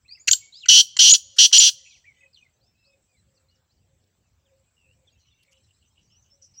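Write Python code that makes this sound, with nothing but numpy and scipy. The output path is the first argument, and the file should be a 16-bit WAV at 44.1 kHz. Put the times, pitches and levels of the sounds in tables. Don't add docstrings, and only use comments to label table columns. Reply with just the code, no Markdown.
import sys
import numpy as np
from scipy import signal
from scipy.fft import rfft, irfft
from scipy.io import wavfile
from scipy.ndimage import uniform_filter1d, minimum_filter1d

SR = 44100
rng = np.random.default_rng(int(sys.argv[2]) if len(sys.argv) > 2 else 0)


def output_pcm(signal):
    pcm = np.clip(np.atleast_2d(signal).T, -1, 1) * 32767
    wavfile.write(sys.argv[1], SR, np.round(pcm).astype(np.int16))


def decibels_to_gain(level_db):
    exponent = np.asarray(level_db, float) / 20
    return 10 ** exponent


N = 291060
TIME = np.arange(N) / SR

# start_s, end_s, effort_db, sag_db, fade_s
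NOTES = [
    (.684, 0.823, -5.5, 2, 0.031),
    (0.988, 1.168, -8.5, 0.3, 0.034),
    (1.383, 1.472, -7.5, -1, 0.026),
    (1.525, 1.706, -7.5, 4, 0.025),
]


def rms_one(x):
    return x / np.sqrt(np.mean(x ** 2) + 1e-20)


def in_time(rows):
    return np.interp(TIME, *np.transpose(rows))


def drift(rate_hz, size=N):
    settle = 9000
    r = np.exp(-2 * np.pi * rate_hz / SR)
    noise = rng.standard_normal(size + settle)
    return rms_one(signal.lfilter([1], [1, -2 * r, r * r], noise)[settle:])


def resonance(x, hz, width_hz):
    r = np.exp(-np.pi * width_hz / SR)
    poles = [1, -2 * r * np.cos(2 * np.pi * hz / SR), r * r]
    return signal.lfilter(np.array([1, 0, -1]) * (1 - r * r) / 2, poles, x)


def butterworth(x, order, hz, kind):
    return signal.sosfilt(signal.butter(order, hz, kind, fs=SR, output="sos"), x)


def coloured(points):
    hz, level_db = np.transpose(points)
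    grid_hz = np.maximum(np.arange(N // 2 + 1) * SR / N, 1)
    gain = decibels_to_gain(np.interp(np.log(grid_hz), np.log(hz), level_db))
    return rms_one(irfft(rfft(rng.standard_normal(N)) * gain, N))


def span(start_s, end_s, roundness=.5):
    where = slice(round(start_s * SR), round(end_s * SR))
    u = np.linspace(0, 1, where.stop - where.start)[:N - where.start]
    return where, u, np.sin(np.pi * u) ** roundness


def tone(hz):
    return 2 * np.pi * np.cumsum(hz) / SR


def air():
    # hz, level_db_per_hz
    air_spectrum = [(15, -35.5), (25, -9.5), (85, -2), (202, -10.5), (296, -17), (584, -18.5),
                    (1250, -23.5), (6730, -27.5), (7710, -21.5), (8600, -41), (13600, -45.5), (15200, -34),
                    (16500, -44.5)]
    hz, s, cells = signal.stft(coloured(air_spectrum), SR, nperseg=512)
    patches = uniform_filter1d(rng.standard_normal(cells.shape), size=5, axis=0)
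    patches = uniform_filter1d(patches, size=9, axis=1)
    mottled = cells * decibels_to_gain(2.7 * rms_one(patches))
    return decibels_to_gain(-73) * signal.istft(mottled, SR)[1][:N]


def rumble():
    # peak_s, length_s, level_db
    gusts = [(0.064, 0.41, -76), (0.317, 0.038, -50.5), (0.419, 0.1, -71), (.68, .2, -75),
             (0.928, .14, -74), (1.105, 0.034, -50.5), (1.26, 0.18, -66), (1.582, .04, -52),
             (1.8, .2, -75.5), (2.103, 0.19, -70), (2.641, 0.11, -66.5), (2.818, 0.18, -75.5),
             (3.051, 0.081, -68), (3.24, 0.21, -65.5), (3.52, .26, -71), (3.87, 0.41, -66.5),
             (4.321, .2, -66.5), (4.61, 0.17, -68.5), (4.94, .34, -66.5), (5.17, .1, -65), (5.3, .12, -68),
             (5.64, 0.19, -65), (5.839, .16, -67), (6.168, .36, -66), (6.451, .22, -76)]
    lull_db = -82
    low = resonance(resonance(rng.standard_normal(N), 76, 58), 76, 58)
    level = np.full(N, decibels_to_gain(lull_db))
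    for peak_s, length_s, db in gusts:
        level += decibels_to_gain(db) * np.exp(-.5 * (4.0 * (TIME - peak_s) / length_s) ** 2)
    return level * decibels_to_gain(0.83 * drift(1.5)) * rms_one(low)


def insects():
    # start_s, end_s, level_db
    bouts = [(0, 0.197, -78), (0.452, .66, -77.5), (1.951, 2.6, -80.5), (2.78, 3.53, -79.5),
             (3.76, 4.32, -86), (4.449, 5.14, -79.5), (5.38, 6.05, -77), (6.299, 6.65, -84)]
    white = rng.standard_normal(N) * decibels_to_gain(2.5 * drift(40))
    level = np.full(N, decibels_to_gain(-93))
    bands = [resonance(resonance(white, hz, width_hz), hz, width_hz)
             for hz, width_hz in [(7520, 450), (7850, 380)]]
    for start_s, end_s, db in bouts:
        where, u, swell = span(start_s, end_s, 0.64)
        level[where] += decibels_to_gain(db) * swell
    return level * rms_one(sum(bands))


def dove():
    # start_s, end_s, pitch_hz, level_db
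    coos = [(1.224, 1.414, 545, -79), (1.736, 1.86, 537, -76), (2.17, 2.32, 546, -76.5),
            (2.6, 2.656, 533.6, -83), (2.851, 3.018, 548, -74.5), (3.084, 3.161, 520, -81),
            (3.26, 3.512, 531, -79.5), (3.538, 3.611, 525, -83), (3.881, 3.967, 537.6, -75.5),
            (4.435, 4.639, 540, -74), (4.838, 4.919, 529, -76), (4.946, 5.1, 521, -83),
            (5.464, 5.627, 537.4, -77), (6.319, 6.475, 553, -77.5)]
    out, flicker, waver = np.zeros(N), decibels_to_gain(3.55 * drift(25)), 1 + .012 * drift(30)
    for start_s, end_s, hz, db in coos:
        where, u, swell = span(start_s, end_s, 0.61)
        out[where] += decibels_to_gain(db + 6) * swell * np.sin(tone(hz * (1.02 - .04 * u) * waver[where]))
    return out * flicker


def twitter():
    # time_s, chirps_per_s
    density = [(0, 38), (2, 34), (3.2, 23.4), (3.6, 30), (5.0, 25.3), (5.08, 92), (5.8, 70), (6.6, 34.6)]
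    slots_per_s = 100
    out, waver = np.zeros(N), 1 + .02 * drift(200)
    for k, (chance, pitch, glide, length, size) in enumerate(rng.random((652, 5))):
        start_s = k / slots_per_s
        rate = np.interp(start_s, *np.transpose(density))
        if chance < rate / slots_per_s:
            where, u, swell = span(start_s, start_s + .012 + .02 * length, .8)
            hz = 2200 * 3.0 ** pitch * (1 + .16 * (glide - .5) * u) * waver[where]
            out[where] += decibels_to_gain(-88.5 + 0.12 * rate + 6.22 * size) * swell * np.sin(tone(hz))
    return out


def small_birds():
    # start_s, end_s, first_hz, last_hz, level_db
    rises = [(.048, .072, 2227, 2680, -65), (.081, .163, 3980, 5200, -51), (.149, .161, 2491, 2740, -54.5),
             (.186, .226, 6080, 7170, -63), (.524, .594, 3710, 5250, -53), (.538, .603, 3095, 4230, -57.5),
             (2.61, 2.66, 3972, 5190, -72.5), (2.84, 2.89, 3700, 5140, -68.5),
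             (6.09, 6.215, 4840, 6180, -71.5)]
    # start_s, end_s, first_hz, last_hz, level_db
    falls = [(.083, .097, 2250, 1960, -67), (.157, .181, 5250, 4464, -72), (.171, .184, 2290, 1950, -61),
             (.603, .67, 4360, 1840, -48), (1.893, 1.98, 4900, 1894, -63),
             (2.052, 2.125, 2474, 2080, -57.5), (2.22, 2.247, 2256, 1905, -61.5),
             (2.328, 2.38, 5130, 2950, -60.5), (2.405, 2.452, 2565, 2380, -69),
             (2.452, 2.472, 2210, 2030, -66.5), (2.785, 2.96, 2690, 2504, -73),
             (3.34, 3.385, 6280, 3990, -76), (3.37, 3.42, 2760, 2606, -86), (3.545, 3.579, 6480, 4000, -82),
             (3.745, 3.785, 6690, 4010, -85.5), (4.452, 4.51, 3720, 2192, -79),
             (4.765, 4.86, 2928, 2596, -74), (5.072, 5.096, 3650, 3098, -64.5),
             (5.1, 5.198, 2800, 2600, -82.5), (5.304, 5.335, 3770, 3370, -69.5),
             (6.075, 6.135, 6600, 6030, -79.5)]
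    # start_s, end_s, first_hz, last_hz, level_db
    flicks = [(1.854, 1.94, 2630, 2200, -61), (2.04, 2.07, 1950, 3000, -68), (3.08, 3.19, 2445, 1930, -79),
              (3.485, 3.518, 4160, 6000, -74.5), (3.694, 3.731, 4105, 5920, -78.5),
              (4.85, 4.94, 2606, 3000, -73.5), (5.855, 5.89, 6140, 5920, -79),
              (6.3, 6.363, 5340, 6266, -68.5), (6.455, 6.533, 5250, 6320, -74),
              (6.567, 6.62, 5660, 6490, -53)]
    # start_s, end_s, pitch_hz, level_db
    pips = [(0.1, 0.123, 2440, -59.5), (.19, 0.21, 2335, -66), (0.41, 0.506, 2225, -61.5),
            (2.134, 2.248, 2013, -75), (2.148, 2.252, 6580, -81), (2.16, 2.236, 3620, -80),
            (2.201, 2.283, 2550, -64), (2.365, 2.43, 6310, -81), (2.656, 2.71, 5310, -74),
            (2.74, 2.786, 2580, -79), (2.373, 2.399, 2870, -65), (2.42, 2.48, 3600, -86),
            (2.532, 2.56, 6150, -82.5), (2.66, 2.7, 3620, -85), (2.76, 2.82, 3990, -84),
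            (2.91, 2.95, 3620, -83), (2.92, 2.949, 2200, -83.5), (5.36, 5.39, 6020, -83),
            (5.271, 5.3, 3000, -75), (2.78, 2.939, 5160, -78), (3.086, 3.14, 4840, -82.5),
            (3.165, 3.219, 4030, -78), (3.505, 3.556, 2886, -75.5), (4.66, 4.699, 2506, -85),
            (4.93, 5.018, 2416, -82.5), (5.33, 5.45, 2735, -78), (5.563, 5.639, 6110, -85.5),
            (5.59, 5.616, 2450, -82)]
    # start_s, beats_per_s, depth_0_1
    trills = [(2.041, 92, 0.6), (2.128, 89, .47), (2.2, 39.6, 1), (2.33, 73, 0.83), (2.405, 63, 1),
              (4.765, 91, 0.99), (4.85, 86.7, .9), (5.102, 60, .56), (5.33, 66, 0.63)]
    level_pips = [(s, end, hz, hz, db) for s, end, hz, db in pips]
    kinds = [(rises, .66), (falls, .55), (flicks, .12), (level_pips, .5)]
    songs = [(*song, halfway) for table, halfway in kinds for song in table]
    trilled = {}
    for start_s, beats_hz, depth in trills:
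        nearest = np.argmin([abs(song[0] - start_s) for song in songs])
        trilled[nearest] = beats_hz, depth
    out, flicker, waver = np.zeros(N), decibels_to_gain(3 * drift(60)), 1 + .008 * drift(120)
    for k, (start_s, end_s, first_hz, last_hz, db, halfway) in enumerate(songs):
        where, u, swell = span(start_s, end_s, .4)
        glide = u + (4 * halfway - 2) * u * (1 - u)
        hz = first_hz + (last_hz - first_hz) * glide
        beats_hz, depth = trilled.get(k, (0, 0))
        beat = 1 - min(depth, 1) * np.cos(2 * np.pi * beats_hz * (end_s - start_s) * u)
        out[where] += decibels_to_gain(db + 6.5) * swell * beat * np.sin(tone(hz * waver[where]))
    return out * flicker


def hoarse(rows, roundness):
    lumps_db = 4
    out, white, lumps = np.zeros(N), rng.standard_normal(N), drift(90)
    for k, (start_s, end_s, hz, width_hz, db) in enumerate(rows):
        where, u, swell = span(start_s, end_s, roundness)
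        narrow = white[where]
        for _ in range(3):
            narrow = resonance(narrow, hz, width_hz)
        level = decibels_to_gain(db + lumps_db * np.roll(lumps, 3000 * k)[where])
        out[where] += level * swell * rms_one(narrow)
    return out


def rival():
    rasps_db = [-74.5, -76, -66, -75.5, -72.5, -72, -70, -75.5, -83, -79]
    first_s, beat_s, length_s = 5.225, .145, .085
    starts_s = first_s + beat_s * np.arange(len(rasps_db))
    return [(s, s + length_s, 2900, 600, db) for s, db in zip(starts_s, rasps_db)]


def rasping_birds():
    # start_s, end_s, centre_hz, width_hz, level_db
    rasps = [(1.77, 1.88, 1947, 298, -76), (1.85, 1.89, 2540, 400, -56), (2.045, 2.08, 2498, 1194, -68),
             (2.13, 2.2, 2370, 401, -71), (2.1, 2.29, 3050, 400, -75), (2.36, 2.4, 5860, 400.3, -75),
             (5.17, 5.24, 5760, 705, -76), (5.24, 5.33, 5880, 506, -77), (5.63, 5.67, 3990, 501, -76),
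             (5.73, 5.78, 3996, 501, -80.5), (5.73, 5.8, 5400, 599, -88), (5.18, 5.3, 4150, 495, -79),
             (5.42, 5.56, 2200, 500, -74.5), (5.62, 5.69, 5300, 1197, -79), (6.0, 6.08, 5690, 1200, -73.5),
             (6.2, 6.29, 6140, 800, -72.5), (6.415, 6.465, 5680, 1102, -55.5),
             (6.535, 6.59, 5240, 890, -60.5)]
    return hoarse([*rasps, *rival()], 0.83)


def short_bursts():
    # start_s, length_s, centre_hz, width_hz, level_db
    ticks = [(1.36, 0.04, 1600, 894, -53.5), (1.361, 0.04, 4800, 5000, -45),
             (4.037, 0.0081, 3500, 5000, -71), (5.426, .014, 3490, 4000, -66),
             (5.431, .01, 10500, 4000, -69.5), (5.436, 0.032, 4970, 3970, -74),
             (5.51, 0.028, 5810, 3000, -60.5), (5.515, 0.021, 10600, 4000, -74)]
    return hoarse([(s, s + length_s, *rest) for s, length_s, *rest in ticks], 0.75)


def throat(x):
    # centre_hz, width_hz, level_db
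    formants = [(1500, 300, -11.5), (3050, 420, -6), (4276, 291.4, -3), (4950, 400, -5.5),
                (5747, 340, -1.5), (6714, 620, 0.83), (7220, 380, 2), (7620, 280, -2)]
    return sum((-1) ** k * decibels_to_gain(db) * resonance(x + 1e-18, hz, width_hz)
               for k, (hz, width_hz, db) in enumerate(formants))


def all_clucks():
    # start_s, length_s, pitch_hz, level_db, tilt_db_per_overtone
    steady = [
        (.333, .0097, 1520, -38, -13.5),
        (.657, 0.0066, 1470, -32, -4.5),
        (.966, .0072, 1060, -25.5, -1.5),
        (1.514, 0.0063, 1050, -36, -3.5),
    ]
    # start_s, length_s, pitch_hz, level_db, tilt_db_per_overtone
    falling = [
        (.273, .006, 2301, -30.5, 0.5),
        (.2765, .006, 2133, -24, -1.5),
        (.2805, 0.0031, 3246, -7, -14.5),
        (.283, 0.0087, 2410, -13, -4.5),
        (.289, 0.0066, 1720, -24, -17.5),
    ]
    # length_s, first_hz, last_hz, level_db, tilt_db_per_overtone
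    glide_in = (0.0442, 1449.5, 2399, -30.5, -2.5)
    # length_s, first_hz, last_hz, level_db, tilt_db_per_overtone
    glide_out = (0.004, 1750, 1330, -36.5, -9.5)
    glide_out_lead_s = .015
    rows = []
    for table, pitch_share in [(steady, 1), (falling, .83)]:
        rows += [(s, length_s, hz, hz * pitch_share, *rest) for s, length_s, hz, *rest in table]
    rows += [(note[0], *glide_in) for note in NOTES]
    return rows + [(note[1] - glide_out_lead_s, *glide_out) for note in NOTES]


def clucks():
    out, steps = np.zeros(N), np.arange(1, 11)[:, None]
    shake, puff = drift(360), rng.standard_normal(N)
    for start_s, length_s, first_hz, last_hz, db, tilt_db in all_clucks():
        where, u, swell = span(start_s, start_s + length_s, 0.33)
        hz = (first_hz + (last_hz - first_hz) * u) * (1 + 0.066 * shake[where])
        stack = decibels_to_gain(tilt_db * (steps - 1)) * np.sin(steps * tone(hz) + steps ** 2)
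        out[where] += decibels_to_gain(db) * swell * (stack.sum(axis=0) + decibels_to_gain(-17.0) * puff[where])
    return decibels_to_gain(10.0) * throat(out) + decibels_to_gain(-32) * out


def envelope(start_s, end_s, db, sag_db, fade_s):
    attack_s, attack_db, fade_db, release_s, release_db = .0045, -19.5, -3.5, .013, -22
    low_db = db - sag_db
    return [(start_s, db + attack_db), (start_s + attack_s, db), (end_s - fade_s, low_db),
            (end_s - release_s, low_db + fade_db), (end_s, low_db + release_db)]


def flip_rate():
    # time_s, flips_per_s, spread_share
    flips = [(.3, 250, .1), (.69, 280, .12), (.74, 278, .05), (.82, 248, .03), (.99, 252, .05),
             (1.03, 264, .025), (1.075, 240, .03), (1.1, 200, .2), (1.14, 250, .08), (1.17, 245, .08),
             (1.39, 246, .05), (1.43, 256, .03), (1.47, 226, .04), (1.53, 243, .06), (1.58, 229, .05),
             (1.6, 268, .1), (1.63, 258, .03), (1.66, 238, .03), (1.71, 195, .05)]
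    s, rate_hz, spread = np.transpose(flips)
    return np.interp(TIME, s, rate_hz) * (1 + np.interp(TIME, s, spread) * drift(120))


def whistles():
    # start_s, end_s, first_hz, last_hz
    stuck_spans = [
        (.3105, 0.3128, 3000, 6720),
        (0.3139, .3312, 6770, 7516),
        (.3312, .3335, 6980, 3000),
        (.6872, 0.6916, 5846, 5982),
        (.692, .6955, 3050, 2957),
        (1.096, 1.099, 6630, 6635),
        (1.106, 1.109, 6730, 6990),
        (1.111, 1.114, 6590, 6650),
        (1.1189, 1.137, 6468, 6990),
        (1.583, 1.597, 6887, 7100),
    ]
    stuck, stuck_hz = np.zeros(N), np.zeros(N)
    for start_s, end_s, first_hz, last_hz in stuck_spans:
        where, u, swell = span(start_s, end_s)
        stuck[where] = 1
        stuck_hz[where] = last_hz - (last_hz - first_hz) * (1 - u) ** 2
    return stuck, stuck_hz


def locked(lift_hz, turns):
    cycle = (turns + 1 / 4).astype(int)
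    gained = np.bincount(cycle, lift_hz) / SR + 1e-9
    return lift_hz * (np.maximum(np.round(gained), 1) / np.maximum(gained, 1))[cycle]


def levelled(x, effort, share):
    quick = uniform_filter1d(x ** 2, size=70) + 1e-9
    return x * (effort ** 2 / quick) ** (share / 2)


def harsh_notes():
    # time_s, effort_db
    squeak = [(0.3098, -39), (0.3114, -14.5), (0.3145, -3), (.3205, -26.5), (.3235, -13), (.329, -14),
              (0.3313, -24), (0.3318, -5.5), (.335, -12), (.338, -24), (.344, -48)]
    # low_hz, high_hz, held_low_db, held_octave_db, breath_db
    registers = [
        (3000, 6600, -27, -40.5, -22.5),
        (3050, 5750, -5.5, -12, -10.5),
        (3088, 5780, -9, -9, -9),
        (3115, 5720, -10, -9, -9.5),
        (3150, 5720, -15.5, -8.5, -8),
    ]
    # treble_db, chest_db, lean_to_low
    beak = [
        (4.5, -29.5, 0.085),
        (3, -33.5, 0.25),
        (-1, -27, 0.14),
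        (-0.5, -25, .1),
        (-2.5, -22, .1),
    ]
    # hz, level_db_per_hz
    breath_spectrum = [(530, -90.5), (900, -56), (1490, -30.5), (2330, -30.5), (2890, -2), (3070, -6),
                       (3770, -14), (4200, -7.5), (5160, -20.5), (5820, -7), (8250, -21), (13200, -46),
                       (16000, -36.5)]
    climb, slow_sway, fast_wobble = .055, .011, .011
    overshoot_hz, edge_lean = 378.4, .3
    pulse_db = .4

    voice, rest, effort, treble, pulse = np.zeros((5, N))
    sway, wobble, shake = drift(39.994), drift(550), drift(600)
    breath = coloured(breath_spectrum)
    chest = rms_one(resonance(resonance(breath, 2350, 590), 2350, 590))
    flips_hz = flip_rate()
    stuck, stuck_hz = whistles()
    free = 1 - uniform_filter1d(stuck, size=40)
    calls = [squeak, *(envelope(*note) for note in NOTES)]
    for rows, register, (treble_db, chest_db, lean) in zip(calls, registers, beak):
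        low_hz, high_hz, held_db, held_octave_db, breath_db = register
        where, u, swell = span(rows[0][0], rows[-1][0], .05)
        loose = free[where]
        effort[where] = decibels_to_gain(in_time(rows)[where]) * swell

        beat = tone(flips_hz[where])
        swing = np.sin(beat)
        up = .5 + .5 * np.tanh(2.5 * (swing - lean - edge_lean * (2 * u - 1) ** 4))
        low_hz = low_hz * (1 + climb * (u - .5) + slow_sway * sway[where])
        lift_hz = (high_hz - low_hz) * up + overshoot_hz * np.maximum(swing, 0) ** 8
        hz = low_hz + locked(lift_hz, beat / (2 * np.pi)) + fast_wobble * high_hz * wobble[where]
        hz = np.where(stuck[where] > 0, stuck_hz[where], hz)
        phase = tone(uniform_filter1d(hz, size=24))
        voice[where] = decibels_to_gain(1.5 * shake[where] * loose) * np.sin(phase)

        twin = tone(low_hz)
        held = decibels_to_gain(held_db) * (1 - .5 * up) * np.sin(twin)
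        held += decibels_to_gain(held_octave_db) * (.45 + 0.38 * up) * np.sin(2 * twin - beat)
        octave_level = decibels_to_gain(-40.0 + 2 * treble_db) * stuck[where] + decibels_to_gain(-20) * loose * (1 - up) ** 2
        octave = octave_level * np.sin(2 * phase)
        hiss = decibels_to_gain(breath_db) * (loose + 0.11) * breath[where]
        rest[where] = loose * held + hiss + octave + decibels_to_gain(chest_db) * loose * chest[where]
        pulse[where] = decibels_to_gain(pulse_db * swing * loose)
        treble[where] = decibels_to_gain(treble_db) - 1

    even = levelled(decibels_to_gain(8) * throat(effort * voice), effort, share=.7)
    voiced = butterworth(even, 6, 2550, "high")
    both = (voiced + effort * rest) * np.where(pulse > 0, pulse, 1)
    return both + treble * butterworth(both, 1, 11000, "high")


def cage(x):
    t60_s, level_db, treble_db = 0.14, -43.5, 17
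    t = np.arange(round(.25 * SR)) / SR
    bright = decibels_to_gain(treble_db) * butterworth(x, 4, 8200, "high")
    x = x - 0.34 * resonance(x, 3050, 700) + bright
    return signal.fftconvolve(x, rng.standard_normal(len(t)) * decibels_to_gain(level_db - 60 * t / t60_s))[:N]


def field(x):
    # delay_s, level_db
    echoes = [(.002, -23.5), (.03, -36.5), (.07, -42.5), (0.129, -42), (.2, -57), (.3, -49), (.38, -66),
              (.55, -77.5)]
    delay_s, level_db = np.transpose(echoes)
    first, last = round(delay_s[0] * SR), round(delay_s[-1] * SR)
    t = np.arange(first, last) / SR
    scatter = rng.standard_normal(len(t)) * decibels_to_gain(np.interp(t, delay_s, level_db) - 31.0)
    scatter = butterworth(scatter, 2, [2600, 9000], "band")
    return signal.fftconvolve(x, np.r_[np.zeros(first), scatter])[:N]


def scene():
    far = small_birds() + twitter() + rasping_birds()
    partridge = butterworth(harsh_notes(), 4, 1250, "high") + clucks()
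    scatter = cage(partridge + decibels_to_gain(11.0) * far) + field(partridge + decibels_to_gain(14.5) * far)
    background = air() + rumble() + insects() + dove() + far
    mono = background + short_bursts() + scatter + partridge
    return np.array([mono, mono])


def limited(x, top):
    need = minimum_filter1d(np.minimum(1, top / (np.abs(x) + 1e-9)), size=121, axis=-1)
    return x * uniform_filter1d(need, size=61, axis=-1)


def band_limit(x):
    return signal.sosfilt(signal.butter(12, 16800, fs=SR, output="sos"), x)


def record(dry):
    bent = dry + decibels_to_gain(1.5) * resonance(dry, 15024, 1500) + decibels_to_gain(-42.5) * dry ** 2
    bent = butterworth(bent, 2, 40, "high")
    top_cut = signal.ellip(8, .5, 45, 15900, fs=SR, output="sos")
    mix = limited(signal.sosfilt(top_cut, bent), top=0.84)
    return band_limit(mix)


dry = scene()
out = record(dry)
output_pcm(out)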